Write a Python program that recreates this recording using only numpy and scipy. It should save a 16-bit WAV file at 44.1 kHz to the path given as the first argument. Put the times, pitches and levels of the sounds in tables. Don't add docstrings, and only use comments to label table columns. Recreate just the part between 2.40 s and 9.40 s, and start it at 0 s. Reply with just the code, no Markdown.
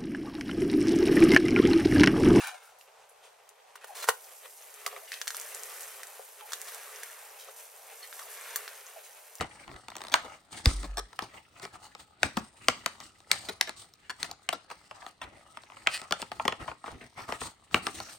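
import sys
import numpy as np
from scipy import signal
from scipy.fft import rfft, irfft
from scipy.io import wavfile

SR = 44100
rng = np.random.default_rng(int(sys.argv[2]) if len(sys.argv) > 2 else 0)


def unload_wav(signal):
    wavfile.write(
        sys.argv[1],
        SR,
        np.round(np.clip(np.atleast_2d(signal).T, -1, 1) * 32767).astype(np.int16),
    )


N = 308700


def amp(db):
    return 10 ** (np.asarray(db) / 20)


def unit(x):
    return x / np.sqrt(np.mean(x ** 2))


def add(track, s, sound):
    start = max(int(s * SR), 0)
    track[start:start + len(sound)] += sound[:N - start]


def through(x, response):
    return signal.oaconvolve(x, response)[:len(x)]


def colour(x, points, size=2048):
    hz, db = np.transpose(points)
    bin_hz = np.fft.rfftfreq(size, 1 / SR)
    log_gain = np.log(amp(np.interp(np.log(bin_hz + 1), np.log(hz), db)))
    cepstrum = irfft(log_gain)[:size // 2]
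    cepstrum[1:] *= 2
    return through(x, irfft(np.exp(rfft(cepstrum, size))))


def ring(modes, size=8192):
    t = np.arange(size) / SR
    y = np.zeros(size)
    for hz, width_hz, db in modes:
        decay = np.exp(-np.pi * width_hz * t)
        y += amp(db) * width_hz * decay * np.sin(2 * np.pi * hz * t)
    return y / np.linalg.norm(y)


def burst(seconds, size=4096):
    window = signal.windows.tukey(max(int(seconds * SR), 8), .25)
    spectrum = rfft(rng.standard_normal(len(window)) * window)
    y = irfft(spectrum / abs(spectrum), len(window)) * window
    return np.pad(y / np.linalg.norm(y), (0, size - len(y)))


def grains(per_second, spread_db):
    size = amp(spread_db * np.minimum(rng.exponential(size=N), 5.3))
    hits = rng.random(N) < per_second / SR
    return unit(hits * size * rng.choice([-1, 1], N))


def waver(per_second, depth_db):
    knots = rng.standard_normal(4096)
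    return amp(depth_db * np.interp(np.arange(N) / SR * per_second, np.arange(len(knots)), knots))


def swell(s, rise, hold, release_db_per_s, sag_db_per_s=0):
    t = np.arange(N) / SR - s - rise
    fall_db = sag_db_per_s * np.clip(t, 0, hold) + release_db_per_s * np.maximum(t - hold, 0)
    return np.clip(1 + t / rise, 0, 1) * amp(-np.minimum(fall_db, 200))


def sides(mid, side):
    return mid + side * np.array([[1], [-1]])


def bursting(hz, spread_octaves, per_second, spread_db, cycles, count=10, size=1024):
    t = np.arange(size) / SR
    out = np.zeros(N)
    for octaves in np.linspace(-1, 1, count) * spread_octaves:
        phase = hz * 2 ** octaves * t
        response = np.exp(-phase / cycles) * np.sin(2 * np.pi * phase)
        out += through(grains(per_second, spread_db), response)
    return unit(out)


FLIP_S = 1.69
# (fizz level [dB], bubbling level [dB])
BROWNED_DB = (-73.5, -66.5)
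FRESH_DB = (-54, -59.5)
DRYING_DB_PER_S = 0.59
# (time [s], rise [s], hold [s], fizz level [dB], bubbling level [dB])
PRESSES = [(2.2, 0.23, .05, -60, -55), (2.752, 0.24, 0.45, -48.5, -51), (4.035, 0.077, 0.56, -52.5, -52),
           (5.35, 0.21, 0.32, -55, -61), (5.694, 0.42, .02, -49.5, -47.5)]
PRESS_SAG_DB_PER_S, PRESS_RELEASE_DB_PER_S = 0.5, 28.5
# (time [s], hold [s], level [dB])
SPURTS = [(0.228, 0.02378, -60.5), (0.385, 0.0084, -59.5), (1.468, 0.0087, -54.5), (2.934, 0.026, -49),
          (5.161, 0.035, -51.5), (5.732, 0.084, -52.5), (5.893, 0.027, -49)]
SPURT_RISE_S, SPURT_RELEASE_DB_PER_S = 0.0032, 158


def boiling():
    since_flip_s = np.arange(N) / SR - FLIP_S
    fizz, resting = (amp(np.where(since_flip_s < 0, browned, fresh - DRYING_DB_PER_S * since_flip_s)) ** 2
                     for browned, fresh in zip(BROWNED_DB, FRESH_DB))
    pressed = np.zeros(N)
    for s, rise, hold, fizz_db, bubbling_db in PRESSES:
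        force = swell(s, rise, hold, PRESS_RELEASE_DB_PER_S, PRESS_SAG_DB_PER_S)
        fizz = fizz + (amp(fizz_db) * force) ** 2
        pressed = pressed + (amp(bubbling_db) * force) ** 2
    for s, hold, db in SPURTS:
        fizz = fizz + (amp(db) * swell(s, SPURT_RISE_S, hold, SPURT_RELEASE_DB_PER_S)) ** 2
    return np.sqrt([fizz, resting, pressed])


# (frequency [Hz], relative density [dB])
FIZZ = [(1000, -18), (3300, -8), (5000, -3.5), (7200, 0.5), (9500, 3), (13500, 2.5), (16000, -8)]
BUBBLING = [(200, -15.5), (440, 3.5), (900, -3.5), (1750, -3.5), (2600, -1.5), (7000, -23), (16000, -55)]
SQUEEZED = [(200, -12.5), (420, 0.5), (900, -3), (1800, 0.5), (2600, -3.5), (3400, -8.5), (16000, -22.5)]
TICK_HZ, TICK_SPREAD_OCTAVES, TICK_DB = 8440, 0.59, -9.5
PLOP_HZ, PLOP_SPREAD_OCTAVES, PLOP_DB = 1780, 0.62, -8


def frying():
    fizz_gain, resting_gain, pressed_gain = boiling()
    flurry = waver(40, depth_db=2.5)
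    fizz = unit(colour(grains(per_second=4500, spread_db=3.2), FIZZ))
    ticks = bursting(TICK_HZ, TICK_SPREAD_OCTAVES, per_second=24, spread_db=3.7, cycles=2.5)
    plops = bursting(PLOP_HZ, PLOP_SPREAD_OCTAVES, per_second=12, spread_db=2, cycles=3)
    resting = unit(colour(grains(per_second=1500, spread_db=2.0), BUBBLING)) * waver(35, depth_db=4.5)
    squeezed = unit(colour(grains(per_second=2000, spread_db=2.04), SQUEEZED))
    open_butter = (fizz + amp(TICK_DB) * ticks * flurry) * fizz_gain
    under_blade = (squeezed + amp(PLOP_DB) * plops * flurry) * pressed_gain
    return open_butter + resting * resting_gain + under_blade


# (time [s], relative ring level [dB], ring [Hz], relative crack level [dB], crack [Hz])
SNAPS = [(0.411, -38, 2740, -25.5, 5110), (2.463, -12, 2100, -2.5, 4360), (2.5635, -23.5, 2060, -23, 3500),
         (2.7187, -20, 1800, -8, 5200), (2.73, -21, 1916, -22.5, 4170), (2.7401, -43, 2540, -7, 4400),
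         (2.8148, -18, 1616, -3, 5800), (2.872, -23, 1410, -8, 5960), (2.878, -17, 1750, 0, 7050),
         (2.9048, -18.5, 1570, -7.5, 6950), (2.946, -21, 1333, -10.5, 6870),
         (3.6322, -24.5, 1800, -13, 9200), (4.009, -30, 1200, -17.5, 3360), (4.1205, -23, 1460, -9, 7100),
         (4.133, -15.5, 1520, -2, 6900), (4.6329, -20.5, 1780, -11, 11000), (5.727, -27, 1450, -16, 4260),
         (6.159, -19, 1740, 1, 12600), (6.278, -21.5, 1590, -10.5, 4200)]
# (time [s], relative level [dB])
DROPLETS = [(0.073, -13), (1.0916, -25), (2.341, -22.5), (2.9684, -8.5), (2.999, -13), (3.0134, -14),
            (3.148, -12), (3.2345, -13), (3.408, -16), (3.4387, -20), (4.216, -12), (4.347, -15.5),
            (6.9542, -19.5)]
# (frequency [Hz], gain [dB])
DROPLET = [(2000, -21), (7200, 5), (13000, -3), (16000, -1)]


def snaps(ring_s=0.00047, crack_s=0.0022, droplet_s=0.00023, spray_s=0.0084, size=4096):
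    out, t = np.zeros(N), np.arange(size) / SR
    for s, ring_db, hz, crack_db, crack_hz in SNAPS:
        short_ring = t / ring_s * np.exp(-t / ring_s) * np.sin(2 * np.pi * hz * t)
        noise = burst(crack_s) + amp(-7.5) * burst(spray_s)
        crack = colour(noise, [(600, -22), (crack_hz / 2, -3), (crack_hz, 0), (crack_hz * 2, -12)])
        add(out, s, amp(ring_db) * short_ring + amp(crack_db) * crack)
    for s, db in DROPLETS:
        add(out, s, amp(db) * colour(burst(droplet_s), DROPLET))
    return out


# (time [s], hold [s], relative level [dB], lowest excited frequency [Hz], loaded blade pitch [ratio])
STROKES = [(-.005, 0.098, -37, 690, 0.99), (0.14, 0.16, -56, 747, 0.92), (0.688, 0.0088, -53, 7950, 1.1),
           (0.828, 0.043, -54.5, 3600, 0.9), (1.41, 0.15, -56, 795, 1.06),
           (2.673, 0.02957, -50.5, 2300, 1.2), (2.715, 0.041, -41.5, 1900, 1.078),
           (4.987, 0.032, -44.5, 4020, 1.3), (5.625, 0.0056, -48, 1200, 1.3),
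           (6.633, 0.041, -49, 5700, 1.65)]
STROKE_RISE_S, STROKE_SAG_DB_PER_S, STROKE_RELEASE_DB_PER_S = 0.0023, 37, 354
# (frequency [Hz], width [Hz], relative level [dB])
BLADE = [(1080, 77, -8.5), (1567, 124, 4), (1807, 180, 5), (2428, 70, 5.5), (2970, 57, -4),
         (4040, 63, -5.5), (10000, 450, -11.5)]
FLEX = 0.02
# (frequency [Hz], relative gain [dB])
RASP = [(300, -34), (780, -1), (1200, -10.5), (2100, 1), (2700, 0.5), (3400, -5), (9800, -11),
        (16000, -21.5)]


def scraping(size=32768):
    chatter = grains(per_second=3000, spread_db=1) * waver(250, depth_db=2.5)
    flex = np.tanh(np.log(waver(40, depth_db=9)))
    out = np.zeros(N)
    for s, hold, db, edge_hz, bend in STROKES:
        now = slice(max(int(s * SR), 0), int(s * SR) + size)
        force = amp(db) * swell(s, STROKE_RISE_S, hold, STROKE_RELEASE_DB_PER_S, STROKE_SAG_DB_PER_S)
        slips = colour((chatter * force)[now], [(edge_hz / 2, -22), (edge_hz, 0)])
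        add(out, s, amp(6.5) * colour(slips, RASP))
        for way in (-1, 0, 1):
            blade = ring([(hz * bend * (1 + way * FLEX), width, mode_db) for hz, width, mode_db in BLADE])
            share = np.maximum(1 - abs(flex[now] - way), 0)
            add(out, s, through(slips * share, blade))
    return out


# (time [s], relative level [dB], contact [s], treble [dB])
KNOCKS = [(1.354, -41.5, 0.01, -2.5), (1.442, -39, 0.0069, -3.5), (1.641, -32, 0.0043, -1.5),
          (1.677, -35, 0.0071, -4), (1.6858, -12.5, 0.0094545, -5), (5.792, -45.5, 0.0066, 6.5)]
# (frequency [Hz], relative gain [dB])
SLAP = [(100, -25.5), (430, -3.5), (620, -9), (1350, -5), (2000, -7.5), (3200, -11), (9000, -8.5),
        (16000, -15)]
# (frequency [Hz], width [Hz], relative level [dB])
PAN = [(526, 35, 1), (774, 17, -23), (1068, 150, 3), (1208, 54, 7), (1464, 99, 12), (1860, 84, 7.5),
       (2870, 59, 2.5)]


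def knocks():
    slaps, pushes = np.zeros(N), np.zeros(N)
    for s, db, contact_s, treble_db in KNOCKS:
        softness = [(650, 0), (2500, treble_db)]
        add(slaps, s, amp(db) * colour(burst(contact_s), softness))
        add(pushes, s + contact_s * .25, amp(db) * colour(signal.unit_impulse(512), softness))
    return amp(32.0) * colour(slaps, SLAP) + amp(22) * through(pushes, ring(PAN))


# (time [s], relative level [dB], treble [dB])
PATS = [(2.4645, -13, 10), (2.476, -15, 1), (2.527, -19, -5), (2.537, -20.5, -25), (2.564, -15.5, -13),
        (2.576, -18, -7), (3.794, -13.5, -22), (5.085, -20.5, -8)]
# (frequency [Hz], width [Hz], relative level [dB])
PATTED = [(550, 27, 1.5), (753, 86, -2.5), (1230, 190, 1)]
PAT_CONTACT_S, PAT_SLAP_DB = 0.00275, 7.5


def pats():
    pushes = np.zeros(N)
    for s, db, treble_db in PATS:
        add(pushes, s, amp(db) * colour(burst(PAT_CONTACT_S), [(650, 0), (2500, treble_db)]))
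    return through(pushes, ring(PATTED)) + amp(PAT_SLAP_DB) * colour(pushes, SLAP)


# (time [s], hold [s], level [dB])
SLIDES = [(1.546, 0.06, -43), (1.621, 0.0045, -38), (1.669, 0.012, -39.5), (4.269, 0.011, -43),
          (4.326, 0.011, -48)]
SLIDE_RISE_S, SLIDE_RELEASE_DB_PER_S = 0.007, 475


def sliding():
    drag = sum(amp(db) * swell(s, SLIDE_RISE_S, hold, SLIDE_RELEASE_DB_PER_S) for s, hold, db in SLIDES)
    return unit(colour(grains(per_second=4000, spread_db=-1.5), SLAP)) * drag


# (time [s], length [s], pitch [Hz], glide [octaves], mean peak level [dB])
SQUEAKS = [(0, 0.015, 2640, -0.021, -35.5), (0.056, 0.046, 2425, -0.11, -50),
           (0.105, 0.06, 746, -0.056, -49), (1.477, 0.072, 840, -0.24, -48),
           (1.611, 0.03, 4100, 0.012, -45), (2.613, 0.049, 608, 0.214, -50.5),
           (3.995, 0.083, 875, -0.035, -52), (5.509, 0.034, 772, -0.052, -54),
           (5.62, 0.03, 4360, -0.036, -48.5), (5.809, .028, 1530, -0.88, -49.5),
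           (5.861, 0.019, 745.5, -0.15, -50.5), (6.556, 0.034, 671, -0.06, -47)]


def squeaks():
    out = np.zeros(N)
    wobble_hz = 45 * np.log(waver(500, depth_db=9))
    flutter = waver(260, depth_db=3.5)
    for s, length_s, hz, glide, db in SQUEAKS:
        now = np.arange(int(s * SR), int((s + length_s) * SR))
        progress = np.linspace(0, 1, len(now))
        phase = np.cumsum(hz * 2 ** (glide * progress) + wobble_hz[now]) / SR
        envelope = amp(db) * signal.windows.tukey(len(now), .5) * flutter[now]
        add(out, s, envelope * np.sin(2 * np.pi * phase))
    return out


def reflections(x, near_t60=0.065, far_t60=0.21, near_db=-9, far_db=-16, size=16384):
    t = np.arange(size) / SR
    near, far = (rng.standard_normal(size) * amp(-60 * t / t60) * (t > .001) for t60 in (near_t60, far_t60))
    response = amp(near_db) * near / np.linalg.norm(near) + amp(far_db) * far / np.linalg.norm(far)
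    return through(x, colour(response, [(3000, 1), (8000, -0.59)]))


# (frequency [Hz], relative gain [dB])
WIDTH = [(450, -5.5), (900, 3), (2100, -16.5), (3500, 4), (4800, -6), (6500, 2)]


def kitchen(x, count=2):
    spots = np.log([waver(12, depth_db=1) for _ in range(count)])
    spots = spots / np.linalg.norm(spots, axis=0)
    mid, side = (sum(reflections(x * share) for share in spots) for _ in range(2))
    return sides(x + mid, amp(2.0) * colour(side, WIDTH))


# (frequency [Hz], relative density [dB])
BURNER = [(40, -22), (110, -17), (300, -24.5), (420, -1.5), (800, 6.5), (1300, -2), (3000, -11.5),
          (9000, -13), (15000, -39)]
BURNER_DB = -61


def burner():
    mid, side = (unit(colour(rng.standard_normal(N) * waver(13, depth_db=2.5), BURNER)) for _ in range(2))
    return amp(BURNER_DB) * sides(mid, amp(-4.0) * side)


# (frequency [Hz], gain [dB])
MIC_BASS_CUT = [(60, -26), (220, -23), (330, -33), (405, 0)]


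def scene():
    pan = frying() + snaps() + scraping() + knocks() + pats() + sliding() + squeaks()
    return kitchen(colour(pan, MIC_BASS_CUT)) + burner()


def record(dry):
    lag_rad = np.interp(np.fft.rfftfreq(N, 1 / SR), [5500, 7200], [0, 1.3])
    ports = irfft(rfft(dry) * np.exp(.5j * lag_rad * np.array([[-1], [1]])), N)
    return signal.sosfilt(signal.ellip(10, .2, 70, 15800, fs=SR, output="sos"), ports)


dry = scene()
out = record(dry)
unload_wav(out)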